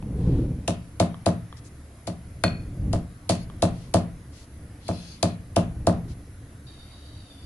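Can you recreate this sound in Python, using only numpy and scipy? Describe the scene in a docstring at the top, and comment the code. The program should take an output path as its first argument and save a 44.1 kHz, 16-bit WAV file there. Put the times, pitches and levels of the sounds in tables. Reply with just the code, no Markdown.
"""A gust of air rumbles and hisses on the microphone. Then a stone pestle pounds shallots in a stone mortar on
a kitchen floor: a short bright crackle leads into each thud, and the room booms. At 2.4 s the pestle hits bare
stone and clinks, and an enamel plate rings; a rumble trails this blow and the one at 3.3 s. The pestle scrapes
three times, paste ticks and rustles, and more gusts pass. The last blow lands at 5.9 s, and from 6.7 s two thin
bands of hiss throb to the end. A faint hiss and hum lie under it all."""
import sys
import numpy as np
from scipy import signal
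from scipy.fft import rfft, irfft, next_fast_len
from scipy.io import wavfile
from scipy.ndimage import uniform_filter1d

SR = 44100
rng = np.random.default_rng(int(sys.argv[2]) if len(sys.argv) > 2 else 0)


def put_to_file(sound):
    """Save the sound as 16-bit audio at rate SR, in the file named by the first command-line argument."""
    columns = np.atleast_2d(sound).T  # one column per channel
    safe = np.clip(columns, -1, 1)
    whole_steps = np.round(safe * 32767)
    wavfile.write(sys.argv[1], SR, whole_steps.astype(np.int16))


N = 328838

# pestle blows: start_s, thud_db, crackle_db, crackle_ms, crackle_pitch_hz, crackle_pan_db, squelch_db
# (a pan above 0 is louder on the left)
BLOWS = [(0.6829, -14.5, -14.5, 7.5, 2980, 5, -34.5), (1.003, -8, -12, 6.2, 3970, 3, -33.5),
         (1.266, -8.5, -13.5, 7.66, 4250, 4, -36), (2.0764, -21, -22, 7.8, 4300, 5, -43),
         (2.4391, -11, -10, 2.5, 4250, 7.5, -36.5), (2.9348, -16, -21.5, 6.8, 4380, 6.5, -41),
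         (3.2972, -11, -10.5, 6.4, 4460, -2, -27.5), (3.628, -8, -11.5, 7.7, 4030, 0.5, -32.5),
         (3.9446, -7, -13, 6.7, 4580, 1, -32), (4.89, -16.5, -24.5, 12, 4340, 4, -43.5),
         (5.2319, -10.5, -10, 6, 4500, 5, -33), (5.5675, -8, -10.5, 7.8, 2860, 4.5, -35),
         (5.873, -6.5, -14.5, 5.6, 4300, 4.5, -36.5)]
# the bowl's short knock: pitch_hz, level_db, fade_s (a fade is the time to fall by 60 dB)
KNOCK_TONES = [(660, -2, 0.022), (916, -2, 0.0043)]
# the longer ring of bowl and floor slab: pitch_hz, level_db, fade_s
BOWL_TONES = [(414, -28.5, 0.05), (456, -5.5, 0.25), (554, -13, 0.061), (591, -26.5, 0.09),
              (650, 11.5, 0.036), (660, -13, 0.36), (693, -6, 0.31), (693, -18, 0.22), (782, -14.5, 0.37),
              (920, -28, 0.032), (959, -26, 0.1)]
# the room's own low notes: pitch_hz, level_db, fade_s, delay_ms, rise_ms
BOOM_TONES = [(90, -9.5, 0.26, 1.4, 4.8), (97.4, -0.5, 0.17, 4.26, 2.5), (110.2, -1, 0.31, 5.47, 2.2),
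              (118.4, -12.5, 0.87, 4.64, 5.), (154.4, 2, 0.12, 4.86, 4.7), (168.5, -5, 0.51, 7.95, 13),
              (181.7, 1, 0.33, 4.13, 3.8), (220.8, -6, 0.29, 6.42, 4), (244, -1.5, 0.033, 7.4, 2.2),
              (238, -4.5, 0.29, 5.6, 2.3), (309.3, -4, 0.26, 4.77, 2.4), (387.7, -9, 0.21, 5.4, 4.4)]
# tone colour of the crackle and squelch: pitch_hz, level_db
CRACKLE_COLOUR = [(700, -4), (1300, -13.5), (2500, -3.5), (4200, -4), (6500, -5), (8300, -7.5),
                  (10000, -3.5), (11500, -16.5), (13000, -31.5)]
# hits on bare stone that set a plate ringing: start_s, click_db, ring_db
CLINKS = [(2.4394, -5.5, -13.5)]
# the hard click of such a hit: pitch_hz, level_db, fade_s
CLICK_TONES = [(1500, 14, 0.0082), (2270, 8, 0.0045), (3600, -4, 0.0018), (6330, -10, .002)]
# an enamel plate ringing, with close pairs that beat: pitch_hz, level_db, fade_s
CLINK_TONES = [(4327, -8, 0.38), (4255, 5, .07), (4450, 0, .06), (4270, -10, .25), (4372, -12, 0.28),
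               (4530, -11, 0.14), (2480, -10, 0.37), (2440, 0, 0.065), (2640, -8, .1), (2130, -7, 0.07),
               (1910, -2, 0.072), (1560, -5, 0.12), (3060, -13, .2), (3490, -10, 0.14)]
# small ticks of paste and stone: start_s, level_db, pitch_hz, pan_db
TICKS = [(0.026, -34, 910, -0.5), (1.144, -29.5, 1160, -0.5), (1.527, -29.5, 1200, 0),
         (1.571, -43, 5240, 11), (3.5, -32.5, 1146, -0.5), (4.253, -57, 1230, -3), (4.309, -58, 1440, 1.0),
         (4.912, -27, 850, 0.5)]
# drags of the pestle: start_s, length_s, level_db, start_pitch_factor, end_pitch_factor
SCRAPES = [(3.292, .17, -54.5, 1.0, 1.06), (4.815, 0.39, -51.5, 0.986, 1.02), (5.23, .13, -58, 1.05, 0.95)]
# stone singing under a drag: pitch_hz, width_hz, level_db
SCRAPE_BANDS = [(2580, 300, -9), (3460, 250, -7), (4130, 140, 0.5), (4530, 200, 0), (5150, 300, -5),
                (6260, 500, -5), (10200, 600, -7.5)]
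# soft puffs of hiss (wind in the first gust, later rustles of paste and sleeve):
# start_s, length_s, level_db, pitch_hz, width_hz
PUFFS = [(0.159, 0.31, -60, 3240, 4000), (1.564, 0.037, -55.5, 5000, 6000), (1.64, 0.049, -55, 6750, 6000),
         (3.492, 0.25, -65, 1500, 2000), (3.717, 0.19, -58, 3730, 5000), (4.319, 0.14, -55.5, 4600, 5230),
         (4.797, 0.43, -54.5, 3500, 3600), (4.9, 0.26, -62, 10000, 2000), (6.079, 0.062, -56.5, 4255, 5000)]
# first echoes of the knock: delay_ms, left_db, right_db
ECHOES = [(6.023, -18, 0), (12.87, -9, -5.5), (20.13, -16, -29.5), (23.61, 0, -14)]
# how long sound lingers in the kitchen: pitch_hz, fade_s
KITCHEN_FADES = [(300, 0.39), (790, 0.24), (2090, 0.46), (5510, 0.15)]
# low rumbles (gusts on the microphone, and the rumble trailing the blows at 2.4 s and 3.3 s):
# peak_s, level_db, swell_db_per_s, drop_s (time to fall by RUMBLE_DROP_DB)
RUMBLES = [(.3, -21, 35.5, 0.44), (2.49, -34.5, 90, 0.27), (2.9, -24, 40.5, 0.19), (3.53, -38.5, 28, 1.02),
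           (5.8, -30.5, 42, 0.48), (6.1, -39, 30, 0.36)]
# tone colour of a weak rumble: pitch_hz, level_db
CALM_COLOUR = [(12, -39), (20, -0.5), (109, 1.5), (154, -9.5), (290, -15.5), (401, -28.5), (447, -32.5),
               (1500, -38), (1950, -44), (3300, -120)]
# tone colour of a strong rumble: pitch_hz, level_db
STRONG_COLOUR = [(12, -28), (20, -95), (38, 1), (103, -0.5), (281, -11), (436, -21.5), (474, -22.5),
                 (1120, -46), (1670, -53), (3000, -57.5), (3900, -78), (6600, -120)]
# path of the lower band of thin hiss: time_s, pitch_hz
LOW_HISS_PATH = [(6.66, 3800), (6.85, 3640), (6.92, 3760), (7.2, 3820), (7.32, 3560), (7.46, 3530)]
# fainter bands beside the thin hiss: pitch_hz, width_hz, level_db
FAINT_BANDS = [(3080, 730, -67), (5600, 140, -75), (6770, 250, -76.5), (9000, 250, -74.5)]
# tone colour of the room and microphone hiss: pitch_hz, level_db
HUSH_COLOUR = [(180, -15), (300, -1), (314, -13), (416, -10), (487, -7), (605, -12.5), (665, -9),
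               (789, -17), (2010, -19), (2750, -25.5), (6290, -29), (8200, -32), (10900, -19.5),
               (11600, -25), (12500, -82), (16200, -89), (22000, -120)]
# stereo spread of that hiss: pitch_hz, spread_db (lower means left and right are more alike)
HUSH_SPREAD = [(60, -48), (110, 0), (200, -19), (350, -12.5), (630, -10), (1140, -2), (2060, -2.5),
               (3720, -4), (6700, -1), (12100, -0.5)]
# wavering low hum: pitch_hz, width_hz, level_db
HUM_BANDS = [(70.2, 7.1, -52), (288.2, 16.3, -61.5)]
# how strongly the microphone hears each pitch: pitch_hz, gain_db
MICROPHONE = [(20, 0), (40, -4), (70, -1), (9000, 1.5), (11000, 0), (11800, -6.5), (12600, -16)]

CRACKLE_WIDTH_HZ, CRACKLE_ACCENT, SQUELCH_ACCENT, SQUELCH_FADE_S = 1160, 0.34, 0.12, 0.18
BOOM_DB, BOOM_PER_THUD_DB = -13, 0.8057  # the boom grows more slowly than the thud
CALM_DB, WANDER_DB, RUMBLE_DROP_DB = -44, 1, 21
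HISS_START_S, THROBS_PER_S, THROB_DB, HISS_FADE_DB_PER_S = 6.664, 7.9, 6, 2
LOW_HISS_DB, HIGH_HISS_DB, HIGH_HISS_HZ = -57, -59.5, 4590
HUSH_DB, TREBLE_LIMIT_HZ = -55.5, 12700


def pestle_blows(grains):
    """Each blow knocks the bowl, sets it ringing and makes the room boom; returns these three tracks."""
    knocks, bowls, booms = np.zeros((3, N))
    cushion = signal.windows.hann(round(0.00057 * SR))  # paste softens the blow
    knock = -signal.oaconvolve(rings(KNOCK_TONES, .05), cushion / cushion.sum())
    knock = cut_bass(knock, 250)  # a small bowl gives off no deep bass
    rise = 1 - np.exp(-np.arange(SR // 2) / SR / 0.00042)  # the slab takes a moment to start ringing
    boom = room_boom()
    for (s, db, *_), (_, _, grit) in zip(BLOWS, grains):
        # each blow lands on a new spot, which changes the mix of tones
        tones = [(hz, level + 2.3 * luck, fade) for (hz, level, fade), luck in zip(BOWL_TONES, grit)]
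        add(knocks, s, amp(db) * knock)
        add(bowls, s, -amp(db - 4.5) * rings(tones) * rise)
        add(booms, s, amp(BOOM_DB + BOOM_PER_THUD_DB * db) * boom)
    return knocks, bowls, booms


def crackle(hz, length_ms, grains):
    """A quick run of bright snaps that swells and fades."""
    n = round(length_ms * SR / 1000)
    swell = np.sin(np.pi * np.arange(n) / n) ** 1.07
    snaps = grains[:n] * abs(grains[-n:]) * swell
    x = crackle_colour(np.pad(snaps, (0, 200)), hz, CRACKLE_ACCENT)
    return x / abs(x).max()


def crackles_and_squelches(grains):
    """A short bright crackle leads into each thud, then the wet paste squelches and dies away."""
    out, t = np.zeros((2, N)), np.arange(grains.shape[-1]) / SR
    for (s, _, crackle_db, length_ms, hz, pan_db, squelch_db), (one, two, grit) in zip(BLOWS, grains):
        snaps = panned(crackle(hz, length_ms, one), pan_db)
        # the left side hears the snaps from another angle
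        snaps[0] = 0.4 * snaps[0] + 0.79 * amp(pan_db / 2) * crackle(hz, length_ms, two)
        add(out, s + .0006 - length_ms / 1000, amp(crackle_db) * snaps)
        spitting = (0.43 + grit ** 2) * amp(1.2 * wobble(grit, 60))
        squelch = [crackle_colour(x * spitting, hz, SQUELCH_ACCENT) for x in (one, two)]
        add(out, s, amp(squelch_db - 60 * t / SQUELCH_FADE_S) * amp([[1.2], [-1.2]]) * squelch)
    return out


def crackle_colour(x, hz, accent):
    """Gives noise a bright, crisp tone; accent sets how much the band at hz stands out."""
    pitches = np.fft.rfftfreq(len(x), 1 / SR)
    broad = evened(irfft(rfft(x) * amp(look_up(CRACKLE_COLOUR, pitches)), len(x)))
    return evened(broad + accent * band(x, hz, CRACKLE_WIDTH_HZ))


def clinks():
    """Stone meets bare stone: a hard click, then an enamel plate rings with a rough waver."""
    out = np.zeros((2, N))
    for s, click_db, ring_db in CLINKS:
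        waver = amp(4.8 * wobble(rng.standard_normal(SR // 2), 150))
        add(out, s, amp(click_db) * panned(rings(CLICK_TONES, .02), 0.55))
        add(out, s, amp(ring_db) * panned(rings(CLINK_TONES) * waver, 0.77, lag_ms=.05))
    return out


def ticks():
    """Paste and stone give small ticks, each made of three very short tones."""
    out = np.zeros((2, N))
    for s, db, hz, pan_db in TICKS:
        tones = [(hz, 0, .014), (1.35 * hz, -8, .006), (2.77 * hz, -6, .008)]
        add(out, s, amp(db) * panned(rings(tones, .03), pan_db))
    return out


def scrapes():
    """Grit slips in uneven clicks that ring the stone; the pitch drifts along the drag."""
    out = np.zeros((2, N))
    for s, length_s, db, start, end in SCRAPES:
        draw, n = np.random.default_rng(rng.integers(2 ** 31)), round(length_s * SR)
        slips = draw.standard_normal((2, n)) * (draw.random(n) < 5000 / SR)  # about 5000 a second
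        drift = np.linspace(start, end, n)
        bands = [(hz * drift, width, level + 2.5 * wobble(draw.standard_normal(n), 1800))
                 for hz, width, level in SCRAPE_BANDS]  # each band comes and goes
        singing = [evened(mix_bands(x, bands)) for x in slips]
        add(out, s, amp(db) * amp([[1.5], [-1.5]]) * singing * signal.windows.tukey(n, .35))
    return out


def puffs():
    """Soft, grainy puffs of hiss: wind in the first gust, later rustles of paste and sleeve."""
    out = np.zeros((2, N))
    for s, length_s, db, hz, width in PUFFS:
        draw, n = np.random.default_rng(rng.integers(2 ** 31)), round(length_s * SR)
        left, right, grit = draw.standard_normal((3, n))
        puff = [band(x * (1 + .5 * abs(grit)), hz, width) for x in (left, right)]
        swell = np.sin(np.linspace(0, np.pi, n)) ** 0.48
        add(out, s, amp(db) * amp([[1.5], [-1.5]]) * puff * swell)
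    return out


def room_boom():
    """The room's low notes swell and die after a blow, starting with a dip in air pressure."""
    out, t = np.zeros(SR), np.arange(SR // 2) / SR
    for hz, db, fade_s, delay_ms, rise_ms in BOOM_TONES:
        rise = 1 - np.exp(-t * 1000 / rise_ms)
        add(out, delay_ms / 1000, -amp(db - 60 * t / fade_s) * rise * np.sin(2 * np.pi * hz * t))
    out = cut_bass(out, 55)  # the room holds nothing deeper
    return out / out[:SR // 20].std()


def kitchen_echo(x):
    """Many tiny echoes blur into a tail in which each pitch dies at its own speed."""
    taps = np.zeros((2, SR // 2))
    slots = np.arange(200, SR // 2 - 20, 20)
    arrivals = slots + rng.integers(0, 20, (2, len(slots)))
    np.put_along_axis(taps, arrivals, rng.choice([-1., 1.], arrivals.shape), 1)
    hz, t, spectra = signal.stft(taps, SR, nperseg=256)
    shared = np.clip(1 - hz / 1500, 0, 1)[:, None]  # long waves reach both sides alike
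    spectra[1] = shared * spectra[0] + np.sqrt(1 - shared ** 2) * spectra[1]
    fade = amp(-60 * t / look_up(KITCHEN_FADES, hz)[:, None])
    tail = signal.istft(spectra * fade, SR, nperseg=256)[1]
    return signal.fftconvolve(x, tail / np.linalg.norm(tail[0]), axes=1)[:, :N]


def rumbles():
    """Gusts on the microphone and the tails of two blows: a lumpy rumble, brighter when louder."""
    def colour_db(hz, t):
        strength = np.clip((rumble_db(t) + 46.5) / 18, 0, 1)
        return (1 - strength) * look_up(CALM_COLOUR, hz) + strength * look_up(STRONG_COLOUR, hz)
    rumble = shaped_noise(colour_db, 2048)
    rumble /= np.sqrt(smooth(rumble ** 2, 9000))  # flatten the level before shaping it
    lumps, wander = (wobble(rng.standard_normal(N), n) for n in (500, 6000))
    return rumble * amp(rumble_db(np.arange(N) / SR) + 1.44 * lumps + WANDER_DB * wander)


def rumble_db(t):
    """Each rumble swells steadily, then drops ever faster, over a weak draught."""
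    levels = [db + np.where(t < s, swell * (t - s), -RUMBLE_DROP_DB * ((t - s) / drop_s) ** 2)
              for s, db, swell, drop_s in RUMBLES]
    return 10 * np.log10(amp(CALM_DB) ** 2 + (amp(levels) ** 2).sum(0))


def thin_hiss():
    """Two narrow bands of noise jump up and sink again and again, with fainter ones beside them."""
    t = np.arange(HISS_START_S, N / SR, 1 / SR)
    age_s = t - HISS_START_S
    throb_db = uniform_filter1d(-THROB_DB * (age_s * THROBS_PER_S % 1), 400) - HISS_FADE_DB_PER_S * age_s
    low_hz = np.interp(t, *np.transpose(LOW_HISS_PATH))
    bands = [(low_hz, 210, LOW_HISS_DB + throb_db), (HIGH_HISS_HZ, 260, HIGH_HISS_DB + throb_db)]
    hiss = [mix_bands(x, bands + FAINT_BANDS) for x in rng.standard_normal((2, len(t)))]
    flutter = amp(0.79 * wobble(rng.standard_normal(len(t)), 250))
    out = np.zeros((2, N))
    add(out, HISS_START_S, amp(1.5) * flutter * hiss * np.minimum(age_s / 0.0054, 1))
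    return out


def hush():
    """The room and microphone hiss steadily, wide in the treble, over a faint hum."""
    middle = shaped_noise(lambda hz, t: look_up(HUSH_COLOUR, hz), 1024)
    side = shaped_noise(lambda hz, t: look_up(HUSH_COLOUR, hz) + look_up(HUSH_SPREAD, hz), 1024)
    hum = mix_bands(rng.standard_normal(N), HUM_BANDS)
    return amp(HUSH_DB) * np.array([middle + side, middle - side]) / middle.std() + hum


def rings(tones, length_s=.5):
    """A struck object rings as a sum of dying sine waves, scaled here to a peak of 1."""
    t = np.arange(round(length_s * SR)) / SR
    x = sum(amp(db - 60 * t / fade_s) * np.sin(2 * np.pi * hz * t) for hz, db, fade_s in tones)
    return x / abs(x).max()


def band(x, hz, width_hz):
    """Keeps the sound near hz: shift that pitch down to zero, smooth, shift back, and repeat."""
    turn = np.exp(2j * np.pi * np.cumsum(hz * np.ones(len(x))) / SR)
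    memory = np.exp(-np.pi * width_hz / SR)
    for _ in range(2):
        x = 2 * (turn * signal.lfilter([1 - memory], [1, -memory], x * turn.conj())).real
    return evened(x)


def mix_bands(x, bands):
    """Adds up several bands of x, each at its own level."""
    return sum(amp(db) * band(x, hz, width) for hz, width, db in bands)


def shaped_noise(colour_db, size, patchy_db=2.0):
    """Noise that follows colour_db(hz, t), with random louder and softer patches."""
    hz = np.fft.rfftfreq(size, 1 / SR)[:, None]
    t = np.arange(N * 4 // size + 5) * size / 4 / SR
    real, imag, patches = rng.standard_normal((len(t), len(hz), 3)).T
    patches = evened(uniform_filter1d(uniform_filter1d(patches, 6, axis=0), 14, axis=1))
    spectra = (real + 1j * imag) * amp(colour_db(hz, t) + patchy_db * patches)
    return signal.istft(spectra, nperseg=size, noverlap=size * 3 // 4)[1][:N]


def panned(x, pan_db, lag_ms=.08):
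    """Makes stereo: the left is pan_db louder and the right comes slightly late."""
    return np.array([x, np.roll(x, round(lag_ms * SR / 1000))]) * amp([[pan_db / 2], [-pan_db / 2]])


def add(mix, start_s, sound):
    part = mix[..., max(round(start_s * SR), 0):][..., :sound.shape[-1]]
    part += sound[..., :part.shape[-1]]


def look_up(table, hz):
    """Reads between a table's rows, with pitch spaced by octaves."""
    pitches, values = np.transpose(table)
    return np.interp(np.log(hz + 1), np.log(pitches + 1), values)


def cut_bass(x, hz):
    return signal.lfilter(*signal.butter(2, hz, "high", fs=SR), x)


def smooth(x, size):
    return uniform_filter1d(uniform_filter1d(x, size), size)


def wobble(x, size):
    """Smooths noise into a slow random drift."""
    return evened(smooth(x, size))


def evened(x):
    """Scales x to an average strength (rms) of 1."""
    return x / np.sqrt(np.mean(x ** 2) + 1e-20)


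def amp(db):
    """Turns decibels into a volume factor."""
    return 10 ** (np.asarray(db) / 20)


def scene():
    """Mixes the pounding, its echoes and the background in stereo."""
    grains = rng.standard_normal((len(BLOWS), 3, 8000))  # three strips of noise for each blow
    knocks, bowls, booms = pestle_blows(grains)
    sharp = crackles_and_squelches(grains) + clinks() + ticks()
    mortar = panned(knocks + bowls, 2.8, lag_ms=.09)
    for delay_ms, left_db, right_db in ECHOES:
        add(mortar, delay_ms / 1000, knocks * amp([[left_db], [right_db]]))
    room = kitchen_echo(amp(-2.0) * knocks + amp(-11.5) * sharp + amp(-16.0) * booms)
    room += panned(booms, 1.0, lag_ms=.13)
    return mortar + sharp + room + puffs() + scrapes() + rumbles() + hush() + thin_hiss()


def record(dry):
    """The microphone colours the sound, and the highest treble is cut off."""
    size = next_fast_len(N)
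    gain = amp(look_up(MICROPHONE, np.fft.rfftfreq(size, 1 / SR)))
    heard = irfft(rfft(dry, size) * gain, size)[:, :N]
    treble_cut = signal.firwin(511, TREBLE_LIMIT_HZ, window=("kaiser", 9), fs=SR)
    return signal.oaconvolve(heard, treble_cut[None], "same")


dry = scene()
out = record(dry)
put_to_file(out)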